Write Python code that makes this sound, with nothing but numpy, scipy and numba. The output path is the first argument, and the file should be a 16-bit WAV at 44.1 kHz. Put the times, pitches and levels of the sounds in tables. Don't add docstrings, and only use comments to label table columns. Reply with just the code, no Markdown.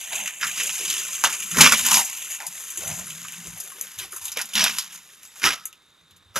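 import sys
import numpy as np
from scipy import signal
from scipy.fft import rfft, irfft, next_fast_len
from scipy.io import wavfile
from scipy.ndimage import uniform_filter1d
from numba import njit

SR = 44100
rng = np.random.default_rng(int(sys.argv[2]) if len(sys.argv) > 2 else 0)


def master_out(mix):
    frames = np.transpose(np.atleast_2d(mix))
    ceiling = np.clip(frames, -1, 1)
    pcm = np.round(ceiling * 32767).astype(np.int16)
    wavfile.write(sys.argv[1], SR, pcm)


N = 281836

# frequency_hz, density_db (per Hz)
EDGE_SPECTRUM = [(4200, -29.5), (5000, -17.5), (5800, -29), (6100, 4), (7500, 3), (7900, -4), (9300, -8),
                 (9800, 2), (12200, 1.5), (12600, -9.5), (14500, -22.5), (15500, -33.5)]
# frequency_hz, density_db (per Hz)
RIB_SPECTRUM = [(600, -28.5), (850, -11.5), (1000, -1), (1500, 0), (2200, -1.5), (2450, 2), (3000, 3),
                (3300, -0.5), (3900, 3), (4300, 2.5), (5000, 1), (6000, 1.5), (7500, -37)]
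# frequency_hz, density_db (per Hz)
STALK_SPECTRUM = [(260, -31.5), (310, -1), (500, -4.5), (630, -0.5), (860, 3), (1020, 6.5), (1300, -22.5)]
# time_s, edge_level_db, rib_level_db
DRAG_LEVELS = [(0, -35.5, -42.5), (0.24, -35, -38.5), (0.36, -41, -45.5), (0.52, -32, -37),
               (0.74, -30, -37.5), (1.0, -30, -36.5), (1.13, -32, -40.5), (1.45, -32, -41),
               (1.55, -31, -39), (1.8, -24.5, -31.5), (2.0, -32, -38), (2.08, -34.5, -40.5),
               (2.3, -35, -42.5), (2.43, -49, -47), (2.56, -36.5, -44.5), (3.06, -38.5, -44.5),
               (3.5, -41.5, -46.5), (3.7, -48, -51), (3.85, -44.5, -46), (4.09, -51.5, -52),
               (4.3, -49, -49.5), (4.5, -47, -47.5), (4.75, -36.5, -38.5), (4.88, -50.5, -48),
               (5.05, -53.5, -55.5), (5.4, -55, -57), (5.6, -54.5, -49.5), (5.78, -70, -70),
               (6.39, -75.5, -71.5)]


def undb(db):
    return 10 ** (np.asarray(db) / 20)


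def unit(x):
    return x / np.sqrt(np.mean(x ** 2))


def curves(table):
    s, *columns = np.transpose(table)
    return [np.interp(np.arange(N) / SR, s, c) for c in columns]


def response(shape, size, beyond=None):
    hz, db = np.transpose(shape)
    bin_hz = np.arange(size // 2 + 1) * SR / size
    return undb(np.interp(np.log(bin_hz + 1), np.log(hz), db, left=beyond, right=beyond))


def colour(x, shape):
    size = next_fast_len(N + 4096)
    gain = response(shape, size, beyond=-120)
    return irfft(rfft(x, size) * gain / np.sqrt(np.mean(gain ** 2)), size)[..., :N]


def pair():
    return rng.standard_normal((2, N))


def wander(rate):
    hold = int(SR / rate)
    steps = np.repeat(rng.standard_normal(N // hold + 1), hold)
    return uniform_filter1d(steps, hold)[:N] * np.sqrt(3 / 2)


def ring(power, t60):
    keep = np.exp(-2 * np.log(1000) / (t60 * SR))
    return signal.lfilter([1 - keep], [1, -keep], power)


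def snaps(rate, spread_db, t60, bed):
    hit = rng.random(N) < rate / SR
    power = np.zeros(N)
    power[hit] = undb(2 * spread_db * np.minimum(rng.exponential(size=hit.sum()), 5))
    power = ring(power, t60)
    grain = power / (uniform_filter1d(power, size=6000) + 1e-12)
    return np.sqrt(bed + (1 - bed) * grain)


@njit
def grains(start, turn, fade, size, length):
    out = np.zeros((2, length))
    for k in range(len(start)):
        c, r, a, b = 2 * fade[k] * np.cos(turn[k]), fade[k] ** 2, np.sin(turn[k]), 0.
        for i in range(start[k], min(length, start[k] + int(5 / (1 - fade[k])))):
            a, b = c * a - r * b, a
            out[0, i] += size[0, k] * b
            out[1, i] += size[1, k] * b
    return out


def pops(centre_hz, rate, spread_oct, cycles, spread_db):
    start = np.flatnonzero(rng.random(N) < rate / SR)
    draw = rng.standard_normal((len(start), 4)).T
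    hz = np.clip(centre_hz[start] * 2 ** (spread_oct * draw[0]), 300, 15000)
    strength = undb(spread_db * draw[1]) * np.sqrt(hz / centre_hz[start])
    size = strength * np.array([np.sign(draw[2]), draw[3]])
    out = grains(start, 2 * np.pi * hz / SR, np.exp(-hz / cycles / SR), size, N)
    return out / np.sqrt(uniform_filter1d(out[0] ** 2, size=8000) + 1e-12)


@njit
def sweep(x, g, k):
    y, b, l = np.empty(len(x)), 0., 0.
    for i in range(len(x)):
        v = (b + g[i] * (x[i] + 1e-18 - l)) / (1 + g[i] * (g[i] + k[i]))
        b, l, y[i] = 2 * v - b, l + 2 * g[i] * v, k[i] * v
    return y


def svf(x, hz, width):
    return sweep(x, np.tan(np.pi * hz / SR), width / hz) * np.sqrt(SR / (np.pi * width))


def focus(x, hz, share, shape, width):
    wide = colour(x, shape)
    span = sum(db > -12 for _, db in shape) / len(shape) * shape[-1][0]
    width_hz = width * hz
    near = np.array([svf(svf(v, hz, width_hz), hz, 2 * width_hz) for v in wide])
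    near = near * np.sqrt(2 * np.pi * width_hz / SR) * np.sqrt(2 * span / SR)
    return np.sqrt(share) * near + np.sqrt(1 - share) * wide


def played(events, rest_db, rest_hz, rise, fall, sag_db):
    t = np.arange(N) / SR
    power = undb(2 * np.array(rest_db))
    hz = power[0] * rest_hz
    for s, hold, pitch, *db in events:
        slope = np.maximum((s - t) / rise, np.maximum(t - s - hold, 0) / fall)
        envelope = undb(-120 * slope - 2 * sag_db * np.clip(t - s, 0, hold))
        swell = undb(2 * np.array(db))[:, None] * envelope
        power, hz = power + swell, hz + swell[0] * pitch
    return np.sqrt(power), hz / power[0]


def rustle():
    # start_s, hold_s, edge_level_db, rib_level_db, rib_pitch_hz, stalk_level_db
    grabs = [(0.128, 0.074, -31, -33, 2600, -42.5), (0.413, 0.079, -32.5, -34.5, 1800, -72),
             (0.572, 0.053, -34, -40, 2540, -66), (0.732, 0.022, -29, -42, 2590, -65),
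             (0.882, 0.12, -30, -34.5, 3310, -53), (1.139, 0.02, -30.5, -39.5, 2700, -80),
             (1.249, 0.015, -26, -24, 1503, -38), (1.298, 0.054, -30, -32.5, 2360, -54),
             (1.57, 0.028, -21.5, -23.5, 1883, -24.5), (1.608, 0.066, -15.5, -12.5, 2397, -26),
             (1.715, 0.02, -29, -19.5, 2137, -33.5), (1.853, 0.088, -23.5, -26.5, 2750, -61),
             (1.912, 0.095, -18, -25, 2646, -31), (2.308, 0.057, -33.5, -41, 2755, -64),
             (2.403, 0.054, -43, -47, 1633, -50.5), (2.81, 0.12, -35, -39.5, 2417, -40.5),
             (2.952, 0.057, -35, -44.5, 2000, -55), (3.568, 0.13, -43, -51, 2870, -54),
             (3.993, 0.053, -40.5, -39.5, 2760, -62), (4.123, 0.063, -39.5, -55, 1400, -69),
             (4.216, 0.074, -38.5, -46.5, 3136, -54.5), (4.369, 0.046, -44, -33.5, 2284, -45),
             (4.564, 0.11, -30, -21, 3310, -41.5), (4.652, 0.062, -38, -31.5, 2590, -55),
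             (4.761, 0.077, -40, -40, 4390, -74), (4.926, 0.031, -41.5, -45.5, 3230, -60),
             (5.364, 0.12, -45, -48.5, 2005, -61.5), (5.234, 0.026, -47.5, -52, 3520, -74),
             (5.442, 0.035, -27, -18.5, 2006, -29.5), (5.494, 0.039, -36, -29, 2250, -43.5),
             (6.369, 0.033, -30, -28, 1490, -30.5)]
    # start_s, hold_s, pitch_hz, level_db
    knocks = [(0.115, 0.024, 855, -44), (0.225, 0.023, 600, -44), (0.6, 0.088, 390, -42),
              (0.8, 0.054, 436, -42.5), (1.24, 0.0063, 824, -20), (1.59, 0.09, 330, -36),
              (1.865, 0.047, 1040, -36.5), (1.972, 0.045, 990, -29.5), (2.4, 0.068, 756, -43),
              (2.775, 0.019, 326, -41.5), (2.825, 0.07, 865, -46), (2.98, 0.056, 662, -47),
              (3.455, 0.018, 391, -45.5), (3.75, 0.1, 392, -50), (4.01, 0.069, 380, -50),
              (4.13, 0.035, 390, -48.5), (4.371, 0.0061, 445, -30.5), (4.62, 0.043, 575, -36.5),
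              (5.44, 0.017, 313, -28), (5.5, 0.064, 335, -50)]
    # time_s, level_db (re their usual colour)
    rib_treble = [(0, 6.5), (.4, -9), (.6, 8.5), (1.5, -1.5), (1.75, 2), (2.0, 3.5), (2.1, 4.5), (2.5, -2),
                  (4.3, 0), (6.39, 1)]
    # time_s, share (0-1)
    rib_focus = [(0, 0.88), (2.05, 0), (2.12, 0.55), (2.42, 0.5), (2.5, 0), (6.39, 0)]
    drag_rib_hz, drag_stalk_db = 2678, -16
    stalk_centre_hz, stalk_wander_oct, stalk_wander_per_s = 656, 0.73, 10
    grab_rise_s, grab_fall_s, grab_sag_db_per_s = 0.049, 0.15, 21
    knock_rise_s, knock_fall_s, knock_sag_db_per_s = 0.013, 0.08, 58.5

    edge_db, rib_db = curves(DRAG_LEVELS)
    events = [(s, hold, hz, rib, edge, stalk) for s, hold, edge, rib, hz, stalk in grabs]
    gains, rib_hz = played(events, [rib_db, edge_db, rib_db + drag_stalk_db], drag_rib_hz,
                           grab_rise_s, grab_fall_s, grab_sag_db_per_s)
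    rib_gain, edge_gain, stalk_gain = gains
    stalk_hz = np.clip(stalk_centre_hz * 2 ** (stalk_wander_oct * wander(stalk_wander_per_s)), 300, 950)
    (stalk_gain,), stalk_hz = played(knocks, [20 * np.log10(stalk_gain)], stalk_hz,
                                     knock_rise_s, knock_fall_s, knock_sag_db_per_s)

    shared = snaps(rate=600, spread_db=2.5, t60=0.025, bed=0.5)
    edges = pair() * snaps(rate=11000, spread_db=0.5, t60=0.09, bed=0.75)
    ticks = pair() * snaps(rate=70, spread_db=4.0, t60=0.01, bed=0) * undb(-9)
    edge_pops = pops(np.full(N, 8500.), rate=780, spread_oct=0.56, cycles=260, spread_db=7.5)
    edges += ticks + undb(-9.5) * edge_pops

    scrape = pair() * snaps(rate=2100, spread_db=2.5, t60=0.031, bed=0.41)
    scrape = shared * (undb(-3.5) * ticks + scrape)
    ribs = focus(scrape, rib_hz, curves(rib_focus)[0], RIB_SPECTRUM, width=0.35)
    ribs += undb(-1.5) * shared * pops(rib_hz, rate=800, spread_oct=0.5, cycles=12, spread_db=3)
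    treble = signal.sosfiltfilt(signal.butter(4, 4000, "high", fs=SR, output="sos"), ribs)
    ribs += (undb(curves(rib_treble)[0]) - 1) * treble

    stalk = focus(pair() * shared, stalk_hz, 0.9, STALK_SPECTRUM, width=0.42)
    return colour(edges * shared, EDGE_SPECTRUM) * edge_gain + ribs * rib_gain + stalk * stalk_gain


def thuds():
    # start_s, hold_s, ring_level_db, ring_pitch_hz, dull_level_db
    blows = [(0.188, 0.07, -53.5, 215.5, -73), (0.44, 0.024, -55, 208, -78), (0.49, 0.038, -64, 198, -60),
             (0.582, 0.054, -53, 202, -78), (1.24, 0.081, -53.5, 195.7, -80),
             (1.531, 0.029, -38, 169.8, -60), (1.574, 0.093, -25.5, 233.9, -40.5),
             (1.73, 0.014, -36.5, 204.6, -61.5), (1.805, 0.087, -45.5, 228.6, -53.5),
             (1.913, 0.069, -39.5, 222.7, -67), (2.485, 0.021, -55.5, 170, -78),
             (2.794, 0.061, -58, 189.2, -51.5), (2.869, 0.069, -39.5, 157.2, -43.5),
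             (2.976, 0.053, -46, 175.8, -49), (3.043, 0.53, -51, 161.2, -72),
             (3.114, 0.034, -52, 162.7, -63), (3.22, 0.047, -59, 184, -64), (3.383, 0.1, -50.5, 177, -83),
             (3.484, 0.047, -49.5, 163, -44), (3.977, 0.093, -63, 194.7, -57),
             (4.182, 0.15, -69.5, 158.5, -60), (4.366, 0.021, -54, 239, -72), (4.444, 0.027, -57, 206, -81),
             (4.556, 0.079, -37, 202.7, -48), (4.673, 0.065, -48, 202.3, -61),
             (5.44, 0.016, -35.5, 268.6, -41), (5.485, 0.043, -50.5, 243, -68),
             (6.008, 0.049, -70.5, 160.6, -69), (6.119, 0.089, -70, 167.5, -62.5),
             (6.261, 0.053, -77, 152, -59), (6.37, 0.033, -41.5, 183, -46)]
    # frequency_hz, density_db (per Hz)
    body_spectrum = [(100, -29), (135, -4.5), (165, 6), (200, -15), (240, -10.5), (290, -22), (350, -28.5)]
    # frequency_hz, density_db (per Hz)
    dull_spectrum = [(25, -28.5), (45, -20.5), (90, -3), (112, -5), (135, -35)]
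    rise_s, fall_s, sag_db_per_s = 0.049, 0.18, 18.5
    grip_db, grip_dull_db, grip_hz = -68.5, -87.5, 190
    grip_follows = 0.631
    body_width_hz = 53
    steady = 0.55

    effort_db = grip_follows * (curves(DRAG_LEVELS)[1] + 45)
    rest_db = [grip_db + effort_db + 4.5 * wander(12), grip_dull_db + effort_db + 1.9 * wander(2.4)]
    events = [(s, hold, hz, db, dull) for s, hold, db, hz, dull in blows]
    (gain, dull_gain), ring_hz = played(events, rest_db, grip_hz, rise_s, fall_s, sag_db_per_s)

    width = np.full(N, float(body_width_hz))
    shaken = pair() * snaps(rate=9.9, spread_db=10.0, t60=0.68, bed=1.0)
    boxy = np.array([svf(svf(v, ring_hz, width), ring_hz, 3 * width) for v in shaken])
    phase = 2 * np.pi * np.cumsum(ring_hz * (1 + 0.0504 * wander(25))) / SR
    tone = np.sqrt(2) * np.sin(phase) * undb(1.2 * wander(20))
    boxy = np.sqrt(1 - steady) * unit(boxy) + np.sqrt(steady) * tone * [[1], [0]]
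    boxy = boxy + undb(-5.5) * colour(pair(), body_spectrum)
    return gain * boxy + dull_gain * colour(pair(), dull_spectrum)


def forest():
    # frequency_hz, density_db (per Hz)
    air_spectrum = [(24, -34.5), (40, -8), (182, -7), (291, -8.5), (466, -8), (728, -14), (1260, -4.5),
                    (2850, -14), (3350, -10), (3750, -3), (4500, -9.5), (5430, -28), (6950, -18.5),
                    (12300, -29.5), (15000, -40.5)]
    air_db, insect_db = -60.5, -64
    hz, w = 3700, 170

    air = pair() * snaps(rate=82, spread_db=2.0, t60=0.05, bed=0.84)
    band = [(hz - 2 * w, -25), (hz - w, -4), (hz, 0), (hz + w, -4), (hz + 2 * w, -25)]
    return colour(air, air_spectrum) * undb(air_db) + colour(pair(), band) * undb(insect_db)


def cracks():
    # start_s, tick_level_db (re the tail), bright_tail_db, middle_tail_db, middle_pitch_hz
    breaks = [(0.155, 2, -21, -31.5, 2820), (0.258, 4, -26.5, -28, 2400), (0.276, 4, -25.5, -26.5, 2270),
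              (0.411, -3.5, -47, -25.5, 2600), (0.428, -7, -34, -14, 1620), (0.466, 1.5, -40, -26, 1290),
              (0.468, 0, -21, -29.5, 2870), (0.577, -4, -29, -28, 2700), (0.598, -6, -22, -18.5, 2320),
              (0.631, -3.5, -18.5, -28.5, 2640), (0.665, -7.5, -20.5, -38, 2590),
              (0.694, 9.5, -37, -30, 2460), (0.851, 5, -24, -27.5, 2980), (0.899, -4, -17.5, -23, 3510),
              (1.2391, 11, -20.5, -16, 1160), (1.244, 9, -19.5, -18, 1535), (1.248, 11, -22, -27, 3190),
              (1.422, -4.5, -25.5, -28, 2600), (1.514, 0.5, -22.5, -29.5, 2640),
              (1.543, -10.5, -27.5, -23, 1543), (1.584, -6.5, -11.5, -11.5, 1371),
              (1.608, -7, -1, -5.5, 3880), (1.634, 0.5, -14.5, -16.5, 1700), (1.653, 1, -24, -13, 2140),
              (1.663, 9.5, -25.5, -11.5, 1330), (1.72, -3.5, -9.5, -11, 1200),
              (1.74, -2.5, -19.5, -18, 2940), (1.773, -1.5, -20, -25.5, 3600),
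              (1.793, -3, -19.5, -23.5, 2800), (1.863, -8.5, -13, -29, 2545),
              (1.914, -10.5, -22, -13, 1020), (1.928, -2.5, -10.5, -31.5, 2566),
              (1.942, -2, -14.5, -14.5, 5000), (1.969, 0.5, -20, -31, 2700),
              (2.047, -8, -18.5, -41.5, 5180), (2.35, 1, -34, -53, 2660), (2.403, 9, -40, -33, 1662),
              (2.465, -5.5, -21, -35.5, 4910), (2.702, -3.5, -27, -44, 2700),
              (2.774, 3.5, -21.5, -36.5, 3000), (2.873, -4.5, -20.5, -37.5, 3050),
              (2.985, -8.5, -34, -34, 1100), (3.101, -3.5, -29, -35, 2945), (3.245, -9, -50, -34.5, 1326),
              (3.284, 10, -37.5, -41.5, 2510), (3.33, -7, -33, -37, 2800), (3.6, -7, -24, -41, 5050),
              (3.634, -9, -33.5, -57, 3030), (3.717, -1.5, -38, -39.5, 1266),
              (3.812, 11.5, -27, -47.5, 2540), (3.986, -8.5, -26.5, -31, 3445),
              (3.996, -6, -40.5, -31, 3500), (4.127, -8, -49.5, -33.5, 1275),
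              (4.161, -18, -27.5, -38, 1174), (4.254, 5, -25, -36.5, 4120), (4.28, -4, -30, -33.5, 3385),
              (4.318, 1.5, -28, -30.5, 5400), (4.372, 12, -30.5, -27.5, 2404),
              (4.391, 3.5, -27.5, -24, 1790), (4.414, 8.5, -25, -31.5, 5300), (4.453, -7, -33, -56, 2960),
              (4.49, 8.5, -41, -44.5, 4500), (4.535, 2.5, -27.5, -29, 3240), (4.554, 9, -23.5, -22.5, 3503),
              (4.608, -4.5, -24, -12, 5580), (4.6408, 13, -20, -20, 3340), (4.785, 7.5, -20.5, -21, 4360),
              (4.946, -2.5, -38, -59, 2920), (5.416, -5, -38.5, -27, 1650),
              (5.429, -0.5, -33.5, -34.5, 4530), (5.44, 11, -32.5, -18, 2158),
              (5.453, 3.5, -26, -21.5, 4714), (5.463, 5.5, -25.5, -16, 1367), (5.508, 8, -41, -28.5, 2900),
              (5.655, 8.5, -25, -45.5, 2200), (5.728, 10, -50.5, -49, 2930), (6.108, 0, -53.5, -53, 3510),
              (6.162, -11, -49.5, -56, 3670), (6.358, -2.5, -24.5, -18.5, 1386)]
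    t60_s, rise_s = 0.12, 0.0028
    deep_db_at_1khz, deep_db_per_oct = -26.5, -14.5
    knock_db = -27.5

    power, tick_power, pitch = np.zeros((3, N)), np.zeros((2, N)), np.full(N, 2000.)
    t = np.arange(SR // 6) / SR
    decay = undb(-60 * t / t60_s) * np.minimum(t / rise_s, 1)
    decay_power = np.array([[1.4], [1], [0.8]])
    for s, tick_db, bright_db, middle_db, middle_hz in breaks:
        i = int(s * SR)
        n = min(len(t), N - i)
        deep_db = middle_db + deep_db_at_1khz + deep_db_per_oct * np.log2(middle_hz / 1e3)
        tail = decay[:n] ** decay_power * undb([[bright_db], [middle_db], [deep_db]])
        power[:, i:i + n] += tail ** 2
        tick = np.exp(-t[:n] / 0.0016) * undb(tick_db + np.array([[bright_db], [middle_db]]))
        tick_power[:, i:i + n] += tick ** 2
        pitch[i:] = middle_hz

    bright_tick, middle_tick = (np.sign(pair()) * np.sqrt(p) for p in tick_power)
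    splinters = snaps(rate=1200, spread_db=2, t60=0.008, bed=0.5)
    bright, middle, deep = (pair() * splinters * np.sqrt(p) for p in power)
    high = colour(bright + bright_tick, EDGE_SPECTRUM)
    mid = focus(middle, pitch, 0.75, RIB_SPECTRUM, width=0.5)
    mid = mid + focus(middle_tick, pitch, 0.6, RIB_SPECTRUM, width=0.6)
    low = colour(deep, STALK_SPECTRUM) + undb(knock_db) * colour(middle_tick, STALK_SPECTRUM)
    return high + mid + low


def afterhum():
    # start_s, pitch_hz, width_hz, level_db, t60_s
    start_s, pitch_hz, width_hz, level_db, t60_s = (5.445, 1290, 80, -29, .5)
    t = np.arange(N) / SR - start_s
    fade = (t > 0) * undb(level_db - 60 * np.maximum(t, 0) / t60_s)
    centre, width = np.full(N, float(pitch_hz)), np.full(N, float(width_hz))
    hum = np.array([svf(svf(v, centre, width), centre, 2 * width) for v in pair()])
    return fade * unit(hum)


def ports(mid_side):
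    # frequency_hz, side_minus_mid_db
    side_levels = [(30, -6), (70, -8.5), (170, -15.5), (350, -12.5), (1300, -15.5), (2400, -16.5),
                   (4400, -22), (8000, -13), (13000, -5)]
    size = next_fast_len(N)
    side = irfft(rfft(mid_side[1], size) * response(side_levels, size), size)[:N]
    return np.array([mid_side[0] + side, mid_side[0] - side])


def scene():
    # time_s, level_db (re their usual colour)
    top_band = [(0, -6), (1.2, -6), (2.5, -2.5), (3.4, -5.5), (3.8, 2), (4.4, -1), (4.7, -1), (6.39, -1.5)]
    # time_s, left_minus_right_db
    pan = [(0, -2), (2, -1.5), (3.7, -0.5), (4.2, -2), (6.39, -2)]
    leaves = rustle() + cracks() + afterhum()
    top = signal.sosfiltfilt(signal.butter(6, 9500, "high", fs=SR, output="sos"), leaves)
    leaves = leaves + (undb(curves(top_band)[0]) - 1) * top
    pan_db, = curves(pan)
    return ports(leaves + thuds() + forest()) * undb(np.array([pan_db, -pan_db]) / 2)


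def record(dry):
    # frequency_hz, gain_db
    housing = [(3800, -1), (4000, -6), (4650, -5), (4850, -0.5)]
    # frequency_hz, left_minus_right_db
    balance = [(3000, 0.5), (6000, 1.5), (10000, 3.5), (13500, 6)]
    # frequency_hz, lead_rad
    port_phase = [(0, -0.077), (3190, -0.79), (5770, -0.65), (15200, -0.085)]
    top_hz = 15570
    size = next_fast_len(N)
    lean = np.sqrt(response(balance, size))
    bin_hz = np.arange(len(lean)) * SR / size
    lead = np.exp(1j * np.interp(bin_hz, *np.transpose(port_phase)))
    port_gains = np.array([lean * lead, 1 / lean])
    heard = irfft(rfft(dry, size) * response(housing, size) * port_gains, size)[:, :N]
    low_pass = signal.ellip(8, 0.2, 70, top_hz, fs=SR, output="sos")
    return signal.sosfilt(low_pass, np.clip(heard, -1, 1))


dry = scene()
out = record(dry)
master_out(out)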